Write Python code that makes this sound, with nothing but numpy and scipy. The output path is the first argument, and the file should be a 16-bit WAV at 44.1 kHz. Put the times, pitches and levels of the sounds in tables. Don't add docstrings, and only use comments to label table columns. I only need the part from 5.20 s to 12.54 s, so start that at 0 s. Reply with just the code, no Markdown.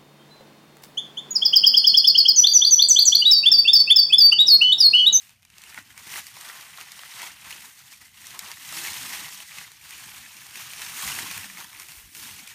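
import sys
import numpy as np
from scipy import signal
from scipy.fft import rfft, irfft, next_fast_len
from scipy.io import wavfile
from scipy.ndimage import uniform_filter1d, map_coordinates

SR = 44100
rng = np.random.default_rng(int(sys.argv[2]) if len(sys.argv) > 2 else 0)


def level_to_linear(level):
    exponent = np.asarray(level, float) / 20
    return 10 ** exponent


def store_pcm(level_fs):
    pcm = np.round(np.clip(level_fs, -1, 1) * 32767).astype(np.int16)
    wavfile.write(sys.argv[1], SR, np.atleast_2d(pcm).T)


N = 323694

# pitch_hz, level_db [dB per Hz]
FOIL_COLOUR = [(210, -34), (350, -11.5), (502, -17), (912, -1.5), (1510, -2.5), (2030, -4.5), (4890, -4.5),
               (8880, -4.5), (10400, -8), (12000, -8), (14900, -10)]
# time_s, tension [0 slack to 1 tight], extra_brightness_db of the finest folds,
# swing_db of the moving air
HOLD_OVER_TIME = [(0, .9, 2, 0.5), (.4, 1, -1.5, 2), (.6, 0.5, 0.5, 3.5), (1.2, 0.4, 0, -4),
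                  (2.1, 0.3, -1, -4.5), (2.35, 0.6, 0, 0), (2.5, 0.1, 2, -0.5), (3, 0.14, 0.5, -2.5),
                  (3.6, 0.4, -0.5, 2.5), (4.4, 0.3, -0.5, 1), (4.8, 1, 0, 0.5), (5.5, 1, 0, 1),
                  (6.1, 0.8, 0.5, 5.5), (6.5, 0.54, 2.5, -0.5), (6.9, 0.85, 3, 7), (7.34, 1, -0.5, 3.5)]
# pitch_hz, width_hz, level_db
PANEL_RINGING = [(1990, 170, 5), (2550, 900, 5.5)]
SLACK_HZ, SPLIT_HZ = 1666, 3570


def unit(x):
    return x / np.sqrt(np.mean(x ** 2) + 1e-20)


def along(points, hz):
    f, v = np.transpose(points)
    return np.interp(np.log(hz + 1), np.log(f + 1), v)


def curves(rows):
    s, *columns = np.transpose(rows)
    return [np.interp(np.arange(N) / SR, s, column) for column in columns]


def wobble(rate_hz):
    knots = rng.standard_normal(int(N * rate_hz / SR) + 4)
    return map_coordinates(knots, [np.arange(N) * rate_hz / SR])


def coloured(x, spectrum, side=lambda hz: 1):
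    m = next_fast_len(N + 8192)
    hz = np.fft.rfftfreq(m, 1 / SR)
    gain = level_to_linear(along(spectrum, hz)) * side(hz)
    cepstrum = irfft(np.log(gain + 1e-6), m)
    cepstrum[1:m // 2] *= 2
    cepstrum[m // 2 + 1:] = 0
    return irfft(rfft(x, m) * np.exp(rfft(cepstrum)), m)[:N]


def below(hz, edge_hz=SPLIT_HZ):
    return 1 / np.sqrt(1 + (hz / edge_hz) ** 12)


def above(hz, edge_hz=SPLIT_HZ):
    return np.sqrt(1 - below(hz, edge_hz) ** 2)


def patchy_noise(patchy_db):
    z = signal.stft(rng.standard_normal(N), nperseg=256)[2]

    def patches(wide, long):
        across_pitch = uniform_filter1d(rng.standard_normal(z.shape), wide, 0)
        return unit(uniform_filter1d(across_pitch, long, 1))

    field = patches(4, 4) + patches(6, 40)
    return unit(signal.istft(z * level_to_linear(patchy_db * field), nperseg=256)[1][:N])


def grains(count, size, lo_hz, hi_hz, cycles, spread_db, bustle):
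    when, pitch, loud, life, phase = rng.random((count, 5)).T[:, :, None]
    crowd = np.cumsum(bustle)
    start = np.searchsorted(crowd, when * crowd[-1])
    hz = lo_hz + pitch * (hi_hz - lo_hz)
    t = np.arange(size) / SR
    decay = hz / (cycles * (0.22 + 0.87 * life))
    level_db = np.minimum(-spread_db * np.log(loud), 4 * spread_db)
    strength = level_to_linear(level_db) * np.sqrt(decay)
    rings = strength * np.exp(-decay * t) * np.sin(2 * np.pi * (hz * t + phase))
    places = start + np.arange(size)
    return unit(np.bincount(places.ravel(), rings.ravel(), N + size)[:N])


def hands():
    # peak_s, level_db, rise_s, fall_s (over about 10 dB), slackness_db
    pulls = [(0.0, -52, .1, 0.13, -1.5), (.105, -70, 0.12, 0.4, -1), (.5, -48.5, 0.15, .16, 1),
             (.988, -35, .13, .025, 1.5), (1.045, -46, .08, 0.1, -4), (1.25, -43.5, .17, 0.41, 3.5),
             (1.84, -46.5, 0.34, 0.55, 1.5), (2.035, -38.5, 0.11, .08, 4), (2.31, -43, 0.1, 0.2, 0.5),
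             (3.08, -45.5, 0.13, 0.1, 0.5), (3.3, -42, 0.14, .045, 6), (3.635, -32.5, 0.21, 0.28, -3),
             (3.93, -36.5, 0.17, 0.256, 0), (4.39, -42, 0.15, 0.12, 1), (4.74, -43.5, 0.16, 0.43, -1.5),
             (5.22, -47, 0.38, .3, -1.5), (5.375, -40.5, .045, .09, -0.5), (5.6, -40.5, .3, 0.17, -1.5),
             (5.87, -32.5, 0.21, 0.2164, -3), (6.14, -40, 0.26, .25, 0.5), (6.41, -41.5, 0.061, .035, 6.5),
             (6.61, -48.5, 0.19, 0.05, 7), (6.72, -47.5, 0.13, 0.2, 0), (7.0, -42, 0.057, 0.38, -2)]
    # peak_s, level_db, slackness_db
    flicks = [(.385, -54, 2), (0.584, -47.5, 6), (.71, -51.5, 3), (0.793, -49.5, 6.5), (1.31, -63, 8),
              (1.61, -46.5, 7), (2.06, -53, 10), (2.27, -49, 20), (2.455, -49, -1), (2.53, -61, -13),
              (2.598, -50, 0), (2.67, -51.5, 0), (2.725, -46.5, -2), (2.77, -53, -5), (2.82, -51, 4.5),
              (2.87, -52.5, -3), (3.0, -53.5, -1), (3.15, -51, 21), (4.14, -39, -10), (4.21, -42, -1),
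              (4.28, -46, -20), (4.78, -61, 1), (4.981, -46.5, 2), (5.62, -43, 10), (5.99, -37.5, 2),
              (6.025, -36.5, 4), (6.17, -40, -2), (6.955, -48, -6), (7.24, -51.5, 6), (7.31, -45.5, -4)]
    flick_rise_s, flick_fall_s, roundness = 0.037, 0.031, 1.42
    t = np.arange(0, N + 64, 64) / SR
    moves = pulls + [(s, db, flick_rise_s, flick_fall_s, slack) for s, db, slack in flicks]
    s, db, rise, fall, slack_db = np.transpose(moves)[:, :, None]
    away = np.abs(t - s) / np.maximum(np.where(t < s, rise, fall), .005)
    power = level_to_linear(2 * (db - 10 * away ** roundness)) + 1e-12
    total = power.sum(axis=0)
    effort_db = 45 + 10 * np.log10(total)
    slackness_db = (power * slack_db).sum(axis=0) / total
    return curves(np.transpose([t, effort_db, slackness_db]))


def rustle():
    effort_db, slackness_db = hands()
    slack_db = -57 + 1.15 * effort_db + slackness_db
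    taut_db = -49 + 0.93 * effort_db + 0.32 * slackness_db
    tension, bright_db, _ = curves(HOLD_OVER_TIME)
    avalanche = .8 * wobble(30) + 2.1 * wobble(70) + 2.4 * wobble(220)
    crowding = level_to_linear(1.3 * avalanche)

    pings = grains(count=2000, size=400, lo_hz=505, hi_hz=8140, cycles=10.3, spread_db=3.5, bustle=crowding)
    pops = grains(count=7000, size=240, lo_hz=427, hi_hz=5050, cycles=1.7, spread_db=2.0, bustle=crowding)
    pop_hiss = level_to_linear(7.5 + 0.15 * avalanche) * patchy_noise(patchy_db=0.8)
    pops = pops + level_to_linear(-1.5) * pings + pop_hiss
    ticks = grains(count=20000, size=70, lo_hz=2360, hi_hz=18000, cycles=2.2, spread_db=2.0, bustle=crowding)
    tick_hiss = level_to_linear(3.0 + 0.23 * avalanche) * patchy_noise(patchy_db=1.16)
    ticks = ticks + level_to_linear(-10.5) * pings + tick_hiss

    deep = coloured(pops, FOIL_COLOUR, lambda hz: below(hz, 1420))
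    full = coloured(pops, FOIL_COLOUR, lambda hz: below(hz, SLACK_HZ))
    slack = unit(deep + tension * (full - deep))

    def taut_panel(centre_hz, width_hz, db):
        def peak(hz):
            bump = level_to_linear(db * np.exp(-((hz - centre_hz) / width_hz) ** 2))
            return bump * above(hz, SLACK_HZ) * below(hz)
        return unit(coloured(pops, FOIL_COLOUR, peak))

    loose, tight = (taut_panel(*mode) for mode in PANEL_RINGING)
    taut = loose + tension * (tight - loose)
    folds = unit(coloured(ticks, FOIL_COLOUR, above))
    finest = signal.sosfilt(signal.butter(1, 10000, "high", fs=SR, output="sos"), folds)
    folds = folds + (level_to_linear(2 * bright_db) - 1) * finest
    return level_to_linear(slack_db) * slack + level_to_linear(taut_db) * taut + level_to_linear(effort_db - 45.5) * folds


def snaps():
    # start_s, peak_db, pop_hz, crack_db
    panel_pops = [(.437, -31, 2550, -9.5), (.544, -26.5, 1740, -15), (.576, -18, 1940, -31),
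                  (0.585, -23, 1840, -32), (.704, -34, 1720, -21), (.777, -28, 1960, -10.5),
                  (.939, -19, 2680, -17), (0.958, -19, 1960, -20), (.979, -21.5, 2100, -21),
                  (1.167, -32.5, 970, -8.5), (1.297, -26, 2120, -31), (1.583, -27, 1200, -26),
                  (1.611, -24, 2720, -16), (1.791, -25.5, 3080, -15.5), (1.834, -24, 1930, -28),
                  (1.996, -24, 2710, -23.5), (2.018, -25.5, 1990, -11.5), (2.307, -21.5, 2380, -15),
                  (2.325, -22, 2870, -19), (3.106, -28.5, 2920, -10), (3.524, -26.5, 1250, -7),
                  (3.935, -29, 2860, -9), (4.202, -22.5, 2970, -21), (4.384, -23, 2500, -15),
                  (5.534, -21, 2600, -14), (5.988, -11.5, 1990, -33), (6.112, -20, 2620, -15),
                  (6.242, -21, 1830, -18), (6.299, -26, 2050, -23), (6.443, -31, 1920, -9)]
    # start_s, peak_db, pop_db
    fold_cracks = [(.382, -28.5, -11.5), (.418, -29, -30), (.839, -37, -15), (.876, -27, -16),
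                   (1.067, -24.5, -12), (1.211, -22, -14), (1.41, -26.5, -11), (1.718, -22.5, -15),
                   (2.591, -31.5, -27), (2.72, -32, -9), (3.068, -20.5, -24), (3.191, -13, -17.5),
                   (3.223, -26, -13), (3.315, -20.5, -7.5), (3.371, -34, -1), (4.517, -29, -11),
                   (4.707, -22.5, -11), (4.78, -30, -16), (5.167, -27, -8), (5.266, -27, -28),
                   (5.356, -24, -1.5), (5.618, -19.5, -8), (5.663, -24, -9), (6.164, -21, -16),
                   (6.177, -15.5, -12), (6.53, -29.5, -9), (6.598, -21.5, -12.5), (6.719, -26.5, -9),
                   (6.949, -24.5, -8.5), (7.275, -22, -10.5)]
    # start_s, peak_db
    small_ticks = [(.093, -29.5), (.105, -34), (.159, -55), (.196, -45), (.223, -39.5), (.229, -35),
                   (.25, -31), (.301, -32.5), (.352, -49), (.587, -34), (.855, -31), (0.992, -19),
                   (1.574, -22), (1.826, -29), (2.26, -41), (2.312, -21.5), (3.564, -34), (3.583, -24),
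                   (3.83, -33), (4.57, -36), (4.693, -33), (5.345, -30), (5.594, -37), (6.218, -24),
                   (6.38, -29.5), (6.452, -35), (6.619, -23), (6.63, -22.5), (6.685, -23.5), (7.01, -28)]
    tension = curves(HOLD_OVER_TIME)[0]
    loose_hz, tight_hz = PANEL_RINGING[0][0], PANEL_RINGING[1][0]

    def pitch(s):
        return loose_hz + tension[round(s * SR)] * (tight_hz - loose_hz)

    # start_s, peak_db, pop_hz, pop_db, crack_db
    creases = [(s, db, hz, -5.5, crack_db) for s, db, hz, crack_db in panel_pops]
    creases += [(s, db, pitch(s), pop_db, -14) for s, db, pop_db in fold_cracks]
    creases += [(s, db, pitch(s), -13.5, -17.5) for s, db in small_ticks]
    pops, cracks = np.zeros(N + SR), np.zeros(N + SR)
    t = np.arange(SR // 30) / SR
    for s, db, hz, pop_db, crack_db in creases:
        t60_s = 0.0085 * level_to_linear(0.14 * (db + 36.5))
        burst = level_to_linear(-60 * t / t60_s) * (1 - np.exp(-t / (0.069 * t60_s)))
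        tear, crack = rng.standard_normal((2, len(t)))
        dullness = rng.uniform(-0.46, 0.95)
        crack = burst * (crack + dullness * np.roll(crack, 1))
        panel = np.sin(2 * np.pi * hz * t) * np.exp(-hz * t / 1.64)
        pop = np.convolve(tear * burst ** 0.44, panel)[:len(t)]
        place = slice(round(s * SR), round(s * SR) + len(t))
        pops[place] += level_to_linear(db + pop_db + 4.5) * pop / np.abs(pop).max()
        cracks[place] += level_to_linear(db + crack_db + 17.5) * crack / np.abs(crack).max()
    pops = coloured(pops[:N], [(300, -22.5), (900, -5.5)])
    return pops + coloured(cracks[:N], FOIL_COLOUR, above)


def billow():
    # pitch_hz, level_db [dB per Hz]
    air_colour = [(26, -40), (45, -8), (102, 2), (184, 1), (307, -4), (339, -6.5), (480, -12), (620, -62),
                  (1060, -120)]
    # time_s, peak_db, pitch_hz
    air_pushes = [
        (2.808, -50, 134),
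        (4.198, -56, 130),
        (4.989, -53, 61.3),
        (5.619, -64, 128),
        (5.869, -40, 63),
        (5.969, -46, 105),
        (6.395, -47, 111),
        (6.779, -42.5, 56.5),
        (6.849, -42, 45.8),
    ]
    effort_db, slackness_db = hands()
    push_db = uniform_filter1d(effort_db + slackness_db, size=round(0.025 * SR))
    swing_db = curves(HOLD_OVER_TIME)[2]
    billow_db = -64.5 + 0.81 * push_db + swing_db
    warbles = grains(count=800, size=2000, lo_hz=52.6, hi_hz=526, cycles=4.5, spread_db=2.0, bustle=np.ones(N))
    rush = unit(coloured(warbles + level_to_linear(7.5) * patchy_noise(patchy_db=5.5), air_colour))
    pushes, t = np.zeros(N + SR), np.arange(SR // 8) / SR
    for s, db, hz in air_pushes:
        swell = t / 0.018 * np.exp(1 - t / 0.0078)
        push = np.sin(2 * np.pi * hz * t) * swell
        pushes[round((s - .006) * SR):][:len(t)] += level_to_linear(db + 1.0) * push
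    return level_to_linear(billow_db) * rush + pushes[:N]


def drumming():
    # start_s, end_s, first_hz, last_hz, level_db
    stretches = [
        (3.5, 3.77, 341, 337, -56),
        (3.793, 3.872, 280, 233, -53),
        (3.885, 4.015, 200, 184, -58),
        (5.815, 6.033, 265, 252, -55.5),
        (6.21, 6.424, 190, 188, -57.5),
        (7.056, 7.22, 196.7, 184, -61),
    ]
    t, hum = np.arange(N) / SR, np.zeros(N)
    shake, waver = level_to_linear(2.3 * wobble(30)), 1 + 0.0253 * wobble(25)
    for start, end, first_hz, last_hz, db in stretches:
        part = np.clip((t - start) / (end - start), 0, 1)
        hz = (first_hz + part * (last_hz - first_hz)) * waver
        turns = np.cumsum(hz) / SR
        hum += level_to_linear(db) * np.sin(np.pi * part) ** .5 * np.sin(2 * np.pi * turns)
    return shake * hum


def room(x):
    # pitch_hz, t60_s
    echo_times = [(200, 0.049), (2000, 0.11), (10000, 0.057)]
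    wet, block = np.zeros(N + SR), SR // 4
    for start in range(0, N, block):
        hz, t, z = signal.stft(rng.standard_normal(SR // 3), SR, nperseg=256)
        fade = level_to_linear(-60 * t / along(echo_times, hz)[:, None])
        tail = signal.istft(z * fade, SR, nperseg=256)[1]
        answer = signal.fftconvolve(x[start:start + block], tail / np.linalg.norm(tail))
        wet[start + 200:][:len(answer)] += answer
    return wet[:N]


def house():
    # pitch_hz, level_db [dB per Hz]
    rumble_colour = [(15, -72), (25, -19), (45, -10), (75, -1.5), (145, -4), (246, -12), (300, -27),
                     (390, -71), (660, -120)]
    # pitch_hz, level_db [dB per Hz]
    hiss_colour = [(180, -46), (300, -21), (726, 5.5), (991, -17), (2780, -4), (15000, -23)]
    rumble = unit(coloured(rng.standard_normal(N), rumble_colour))
    hiss = unit(coloured(rng.standard_normal(N), hiss_colour))
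    return level_to_linear(-69 + 2.1 * wobble(4.84)) * rumble + level_to_linear(-78) * hiss


def scene():
    foil = rustle() + snaps()
    air = billow() + drumming()
    return (foil + level_to_linear(-13.0) * room(foil) + air + house())[None]


def low_pass(x):
    return signal.sosfilt(signal.butter(12, 16510, fs=SR, output="sos"), x)


def record(dry):
    # centre_hz, width_hz, level_db
    treble_dips = [
        (4900, 140, -3),
        (7660, 660, -2.5),
        (10420, 230, -5),
    ]
    hz = np.fft.rfftfreq(N, 1 / SR)
    dips_db = sum(db * np.exp(-((hz - centre) / width) ** 2) for centre, width, db in treble_dips)
    limit_db = np.interp(hz, 15430 + np.array([-100, 50, 600, 1200]), [0, -25, -50, -70])
    gain = level_to_linear(dips_db + limit_db) * above(hz, 36)
    mix = irfft(rfft(dry) * gain, N)
    return low_pass(mix)


dry = scene()
out = record(dry)
store_pcm(out)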